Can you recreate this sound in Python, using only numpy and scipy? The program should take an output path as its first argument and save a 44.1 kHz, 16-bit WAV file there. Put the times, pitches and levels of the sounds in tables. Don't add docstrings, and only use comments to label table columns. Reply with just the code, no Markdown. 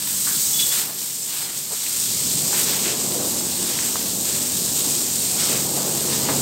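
import sys
import numpy as np
from scipy import signal
from scipy.fft import rfft, irfft, next_fast_len
from scipy.io import wavfile

SR = 44100
rng = np.random.default_rng(int(sys.argv[2]) if len(sys.argv) > 2 else 0)


def int16_out(signal):
    q = np.round(np.clip(np.atleast_2d(signal).T, -1, 1) * 32767)
    wavfile.write(sys.argv[1], SR, q.astype(np.int16))


def natural_amplitude(level_db):
    exponent = np.asarray(level_db, float) / 20
    return 10 ** exponent


N = 282769

# time in seconds, drop patter in dB, strength of the mist in dB.
JET = [(0.0, -30, -3), (0.12, -24.5, -4), (0.41, -21, -4.5), (0.8, -23, -4.5), (0.89, -30.5, -1.5),
       (1.02, -27.5, -5), (1.39, -27.5, -4.5), (1.48, -29, -4), (1.75, -28, -7), (2.0, -21.5, -8.5),
       (2.48, -22, -8.5), (2.59, -21.5, -6.5), (2.75, -24, -8), (3.1, -24.5, -7.5), (3.98, -25, -6.5),
       (5.39, -23, -7.5), (5.69, -25, -6), (6.41, -23.5, -7.5)]
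# pitch in Hz, level in dB per Hz.
PATTER_COLOUR = [(530, -27), (900, -17), (1400, -17), (2180, -15), (3950, -7), (6220, -5), (8090, 1),
                 (8690, -0.5), (10300, -14), (11900, -6.5), (14000, -8.5), (15600, -10.5)]
ZONES_HZ = [1800, 3700, 7000, 12500]
# start in seconds, length in seconds, change of patter in dB,
# gain of heavy slaps in dB.
CROSSINGS = [(-.03, 0.16, 0.5, 3.5), (0.714, .12, 1, 7.5), (0.9, 0.066, -2, 3), (1.297, 0.18, 0.5, 4.5),
             (1.47, .07, -3, 5.5), (1.643, 0.086, -1, -1), (1.148, .1, -0.8, -2.5), (1.725, 0.038, 2.5, 1),
             (1.964, 0.12, -0.5, -1.5), (0.823, .07, -1, 3.5), (2.93, 0.088, -0.5, 4), (3.27, .08, 1.5, -1),
             (3.97, 0.072, 0.5, 3), (4.134, 0.11, -1.5, -2.5), (4.74, 0.28, 0.9, 0),
             (5.676, 0.076, -0.5, -1.5), (5.95, 0.56, 0.5, 2.5), (2.532, 0.11, 1, 7), (2.664, 0.14, 1, 9),
             (2.842, 0.071, 1, 9), (3.615, 0.28, 0.5, 5), (4.25, 0.15, 0.5, 3.5), (4.58, 0.053, 0.5, -4.5),
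             (5.38, 0.22, 1, 7.5), (6.1, 0.073, 0, 5), (6.26, 0.047, -2.5, 9)]
# time in seconds, strength in dB,
# eddy size as a tilt toward the bass in dB per octave.
AIR = [(0, -42.5, 2), (.35, -39, 2.5), (.8, -41, -1), (1.05, -47, -1), (1.4, -44.5, -1), (1.75, -49, -3.5),
       (2.05, -37.5, 4), (2.35, -32, 3), (2.65, -35, -2), (3.25, -31.5, -1), (3.55, -33.5, 0.5),
       (4.0, -35, -1), (4.55, -34.5, 1.5), (4.85, -34, -1), (5.15, -34.5, 1), (5.8, -30, -0.5),
       (6.0, -31.5, -1.5), (6.41, -28, -0.5)]
# pitch in Hz, level in dB per Hz.
BUFFET_COLOUR = [(30, -70), (42, -46), (50, -34), (60, -14), (108, -4.5), (134, 0.5), (227, 1), (300, -1),
                 (400, -12.5), (520, -14), (880, -63)]
# pitch in Hz, level in dB per Hz.
RUSH_COLOUR = [(200, -27), (350, 5), (500, 0.5), (700, -3.5), (1000, -6.5), (1400, -14.5), (2500, -30)]
# time in seconds, turns per second in Hz.
ENGINE_TURNS = [(0, 19.0), (1.2, 19.3), (2.1, 19.3), (2.9, 19.0), (5.7, 19.0), (6.41, 18.5)]
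# time in seconds, level in dB.
ENGINE_LEVEL = [(0, -51.5), (1.2, -62), (2.9, -45.5), (5.5, -45.5), (5.9, -44.5), (6.41, -40)]
# multiple of the turn rate, level in dB.
ENGINE_ORDERS = [(3, -17), (4, -11), (5, -10), (10, 0), (13, -5), (15, -3), (30, -11)]
# pitch in Hz, level in dB per Hz.
YARD_COLOUR = [(15, -58), (25, -37), (114, 3), (136, 5), (322, -31), (441, 1), (500, -36), (650, -46),
               (1100, -120)]
# time in seconds, level in dB, pitch in Hz, width in Hz.
PAWS = [(0.265, -30.5, 1650, 250), (0.272, -36, 1180, 200), (0.31, -33, 1500, 600),
        (0.891, -39.5, 613, 500), (1.723, -40, 800, 800), (6.288, -24.5, 560, 400), (6.304, -28, 990, 250)]
# time in seconds, peak in dB, pitch in Hz, width as a share of the pitch,
# thrown water in dB.
SNAPS = [(0.6923, -2, 11500, .8, -28), (1.578, -8.5, 7750, 0.35, -35), (1.928, -14, 4960, .8, -39),
         (1.864, -18.5, 2380, 0.53, -32), (2.529, -22.5, 950, .9, -32.5), (3.121, -14, 4000, 1.1, -27),
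         (3.408, -30, 1070, .8, -40), (3.7895, -14, 1800, 1.3, -38), (3.9566, -16, 910, .95, -36),
         (4.218, -55, 900, .9, -55), (5.523, -18, 2200, 1.1, -38), (5.539, -26, 2500, 1.05, -33),
         (5.555, -18, 2200, 1.1, -37), (5.877, -26, 696, .8, -42), (6.2873, -17, 750, 1.1, -27)]
# time in seconds, eight times the slip rate in Hz.
SQUEAK_GLIDE = [(0.51, 3400), (0.6, 3425), (0.665, 3410), (0.775, 3465)]
# multiple of the slip rate, level in dB.
SQUEAK_ORDERS = [(6, -20), (7, -12), (8, 0), (9, -13), (10, -20)]
# time in seconds, level in dB.
GRIPS = [(.543, -28), (.567, -28), (.6, -24), (.632, -24), (.652, -31), (.675, -35), (.702, -34),
         (.723, -32), (.748, -38)]
# start in seconds, length in seconds, level in dB, pitch in Hz,
# width in Hz.
SPLASHES = [(0.59, 0.035, -26.5, 3500, 2000), (0.715, 0.065, -40, 1300, 1800),
            (2.533, 0.064, -36, 1400, 1500), (2.838, 0.098, -32, 2000, 2300),
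            (5.384, 0.23, -46, 2700, 3200), (5.39, .1, -32, 5300, 770), (2.855, 0.096, -35, 320, 260),
            (5.49, 0.086, -34, 470, 190), (5.76, 0.16, -35, 520, 330), (9.1, 0.071, -37.5, 490, 490),
            (4.84, .06, -42, 540, 400), (0.78, .14, -44.5, 670, 630), (5.3, 0.19, -42, 550, 350),
            (1.3, 0.23, -49, 700, 600), (1.7, 0.039, -39, 510, 440), (3.13, 0.16, -34.5, 410, 240),
            (6.118, .07, -46, 2300, 1400)]
# time in seconds, low edge in Hz, high edge in Hz, level in dB.
PARTINGS = [(1.237, 5200, 7000, -41), (1.449, 4180, 5800, -44), (3.097, 5760, 7650, -39),
            (3.398, 4600, 6300, -40), (3.398, 10200, 11800, -48), (4.257, 11000, 12500, -42),
            (4.56, 8100, 11100, -39), (4.56, 12400, 13800, -47), (4.93, 7600, 8950, -33),
            (4.93, 4200, 5200, -43), (5.025, 11700, 13100, -41), (5.815, 8150, 11000, -36),
            (5.815, 11700, 13100, -43), (6.305, 8200, 9600, -37)]


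def rms_one(x):
    return x / np.sqrt(np.mean(x ** 2) + 1e-20)


def in_time(rows):
    s, *columns = np.transpose(rows)
    return [np.interp(np.arange(N) / SR, s, c) for c in columns]


def drift(rate_hz):
    r = np.exp(-80 * np.pi * rate_hz / SR)
    noise = rng.standard_normal(N // 40 + 2002)
    slow = signal.lfilter([1], [1, -2 * r, r * r], noise)[2000:]
    return np.interp(np.arange(N) / 40, np.arange(len(slow)), rms_one(slow))


def bands(x, colour, count):
    size = next_fast_len(N)
    pitch = np.log(np.arange(size // 2 + 1) * SR / size + 1)
    hz, db = np.transpose(colour)
    hz = np.log(hz)
    tone = rfft(x, size) * natural_amplitude(np.interp(pitch, hz, db))
    tone /= np.sqrt(np.mean(irfft(tone, size) ** 2))
    centres = np.linspace(hz[0], hz[-1], count)
    for k, centre in enumerate(centres):
        share = np.interp(pitch, centres, np.arange(count) == k)
        yield np.exp(centre), irfft(tone * share, size)[:N]


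def resonance(x, hz, width_hz):
    r = np.exp(-np.pi * width_hz / SR)
    ring = [1, -2 * r * np.cos(2 * np.pi * hz / SR), r * r]
    return signal.lfilter([(1 - r * r) / 2, 0, (r * r - 1) / 2], ring, x)


def drops(per_s, spread_db, clump_db):
    sizes = natural_amplitude(spread_db * np.minimum(rng.exponential(1, N), 4)) * rng.choice([-1, 1], N)
    landed = rng.random(N) < per_s * natural_amplitude(clump_db * drift(60)) / SR
    return rms_one(sizes * landed)


def crossings():
    enter_s, leave_s = 0.035, 0.081
    t = np.arange(N) / SR
    s, length, patter_db, slap_db = np.transpose(CROSSINGS)[..., None]
    inside = np.clip(np.minimum((t - s) / enter_s, (s + length - t) / leave_s) + .5, 0, 1)
    return np.sum(inside * patter_db, axis=0), np.sum(inside * slap_db, axis=0)


def spray():
    heavy_follow, broad_follow = 0.58, 0.74
    broad_share, mist_share = 0.38, 0.23
    patter_db, mist_db = in_time(JET)
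    change_db, slap_db = crossings()
    swing = patter_db - patter_db.mean()
    heavy = (heavy_follow - 1) * swing + slap_db - 2.0
    broad = (broad_follow - 1) * swing + broad_share * slap_db - .9
    mist = mist_db - mist_db.mean() + mist_share * change_db
    zones = [heavy, broad, 0 * swing, mist]

    impacts = 0.63 * drops(per_s=9000.0, spread_db=4.0, clump_db=1.96) + 0.67 * rng.standard_normal(N)
    surge = 0.31 * drift(1) + 0.28 * drift(45)
    out = 0
    for hz, band in bands(impacts, PATTER_COLOUR, count=18):
        shares = [np.interp(np.log(hz), np.log(ZONES_HZ), row) for row in np.eye(4)]
        zone_db = sum(share * zone for share, zone in zip(shares, zones))
        out = out + band * natural_amplitude(zone_db + surge + 0.71 * drift(4.7))
    return out * natural_amplitude(patter_db + change_db + 2.05)


def air():
    pivot_hz, rush_db, rush_follows = 221, -40.5, 1.13
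    air_db, size = in_time(AIR)
    lumps = np.tanh(drift(3.6))
    lows = 0
    for hz, band in bands(rng.standard_normal(N), BUFFET_COLOUR, count=6):
        tilt_db = size * np.log2(pivot_hz / np.clip(hz, 60, 500))
        lows = lows + band * natural_amplitude(0.9 * lumps + .3 * drift(8) + tilt_db)
    gurgle = .45 * drops(per_s=1500.0, spread_db=2.0, clump_db=1.5) + 0.85 * rng.standard_normal(N)
    rush = sum(band * natural_amplitude(.4 * lumps + 0.6 * drift(10)) for hz, band in bands(gurgle, RUSH_COLOUR, count=6))
    swing = air_db - air_db.mean()
    return lows * natural_amplitude(air_db - 3.5) + rush * natural_amplitude(rush_db + rush_follows * swing - 1.26 * size)


def engine():
    (hz,), (level_db,) = in_time(ENGINE_TURNS), in_time(ENGINE_LEVEL)
    swing = level_db - level_db.mean()
    load_db = np.interp(np.arange(N) / SR, [5.3, 6.7], [0, 13.5])
    low_db = -49.5 + 0.51 * swing + load_db
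    high_db = -50 + 1.2 * swing
    turn = 2 * np.pi * np.cumsum(hz * (1 + .004 * drift(3))) / SR
    orders = sum(natural_amplitude(db + 2.7 * drift(2.7)) * np.sin(k * turn + k * k) for k, db in ENGINE_ORDERS)
    low = np.sin(7.5 * turn) * natural_amplitude(low_db + 1.9 * drift(1.3))
    high = np.sin(12 * turn) * natural_amplitude(high_db + 1.6 * drift(6))
    return np.sqrt(2) * (orders * natural_amplitude(level_db) + low + high)


def yard():
    return natural_amplitude(-54) * sum(band for hz, band in bands(rng.standard_normal(N), YARD_COLOUR, count=2))


def water_hits(hits):
    out, t = np.zeros(N + SR), np.arange(SR // 3) / SR
    for s, peak_db, hz, width_hz, wet_db, t60_s in hits:
        width_hz = max(width_hz, 100)
        click = resonance(1. * (t == 0), hz, 0.91 * width_hz)
        click = resonance(click, hz, 0.91 * width_hz)
        thrown = rms_one(resonance(rng.standard_normal(len(t)), hz, width_hz))
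        tail = thrown * natural_amplitude(wet_db - 60 * t / max(t60_s, .01))
        at = round(s * SR)
        out[at:at + len(t)] += tail + natural_amplitude(peak_db) * click / click.max()
    return out[:N]


def paws():
    return water_hits([(s, db, hz, width_hz, db, 0.2) for s, db, hz, width_hz in PAWS])


def squeak():
    slide_db, grip_fall_db_per_s = -41, 750
    hz, = in_time(SQUEAK_GLIDE)
    t = np.arange(N) / SR
    bites_db = [np.maximum(db - grip_fall_db_per_s * abs(t - s), slide_db) for s, db in GRIPS]
    level_db = np.max(bites_db, axis=0)
    phase = 2 * np.pi * np.cumsum(hz / 8 * (1 + 0.004 * drift(30))) / SR
    tone = sum(natural_amplitude(db + 2.8 * drift(35)) * np.sin(k * phase + k * k) for k, db in SQUEAK_ORDERS)
    start_s, end_s = SQUEAK_GLIDE[0][0], SQUEAK_GLIDE[-1][0]
    grip = np.clip(np.minimum(t - start_s, end_s - t) / 0.027, 0, 1)
    return np.sqrt(2) * tone * grip * natural_amplitude(level_db + 2.2 * drift(110))


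def splashes():
    t, out = np.arange(N) / SR, 0
    crackle = drops(per_s=2200.0, spread_db=3.0, clump_db=2.0)
    for s, length, level_db, hz, width_hz in SPLASHES:
        gate = np.clip(np.minimum((t - s) / .004, (s + length - t) / (0.26 * length) + .5), 0, 1)
        wide_hz = 1.65 * max(width_hz, 100)
        burst = gate * resonance(resonance(crackle, hz, wide_hz), hz, wide_hz)
        out = out + natural_amplitude(level_db) * rms_one(burst) * np.sqrt(length * SR / N)
    return out


def snaps():
    return water_hits([(s, db, hz, share * hz, wet_db, 170 / hz) for s, db, hz, share, wet_db in SNAPS])


def partings():
    out, t = np.zeros(N), np.arange(-1024, 1024)
    window = np.hanning(len(t))
    for s, low_hz, high_hz, level_db in PARTINGS:
        band_filter = signal.butter(8, [low_hz, high_hz], "band", fs=SR, output="sos")
        band = signal.sosfiltfilt(band_filter, rng.standard_normal(len(t)))
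        middle = 185 + 1024 * round((s * SR - 185) / 1024)
        out[middle + t] += natural_amplitude(level_db + 6.0) * window * rms_one(band)
    return out


def scene():
    mono = spray() + air() + engine() + yard() + paws() + squeak() + splashes() + snaps()
    return np.stack([mono, mono])


def band_limit(x):
    return signal.sosfilt(signal.butter(12, 17090, fs=SR, output="sos"), x)


def record(dry):
    top_cut = signal.ellip(10, .3, 70, 15740, fs=SR, output="sos")
    bass_cut = signal.butter(2, 42, "high", fs=SR, output="sos")
    heard = signal.sosfilt(bass_cut, signal.sosfilt(top_cut, dry))
    return band_limit(heard + partings() * [[1], [-1]])


dry = scene()
out = record(dry)
int16_out(out)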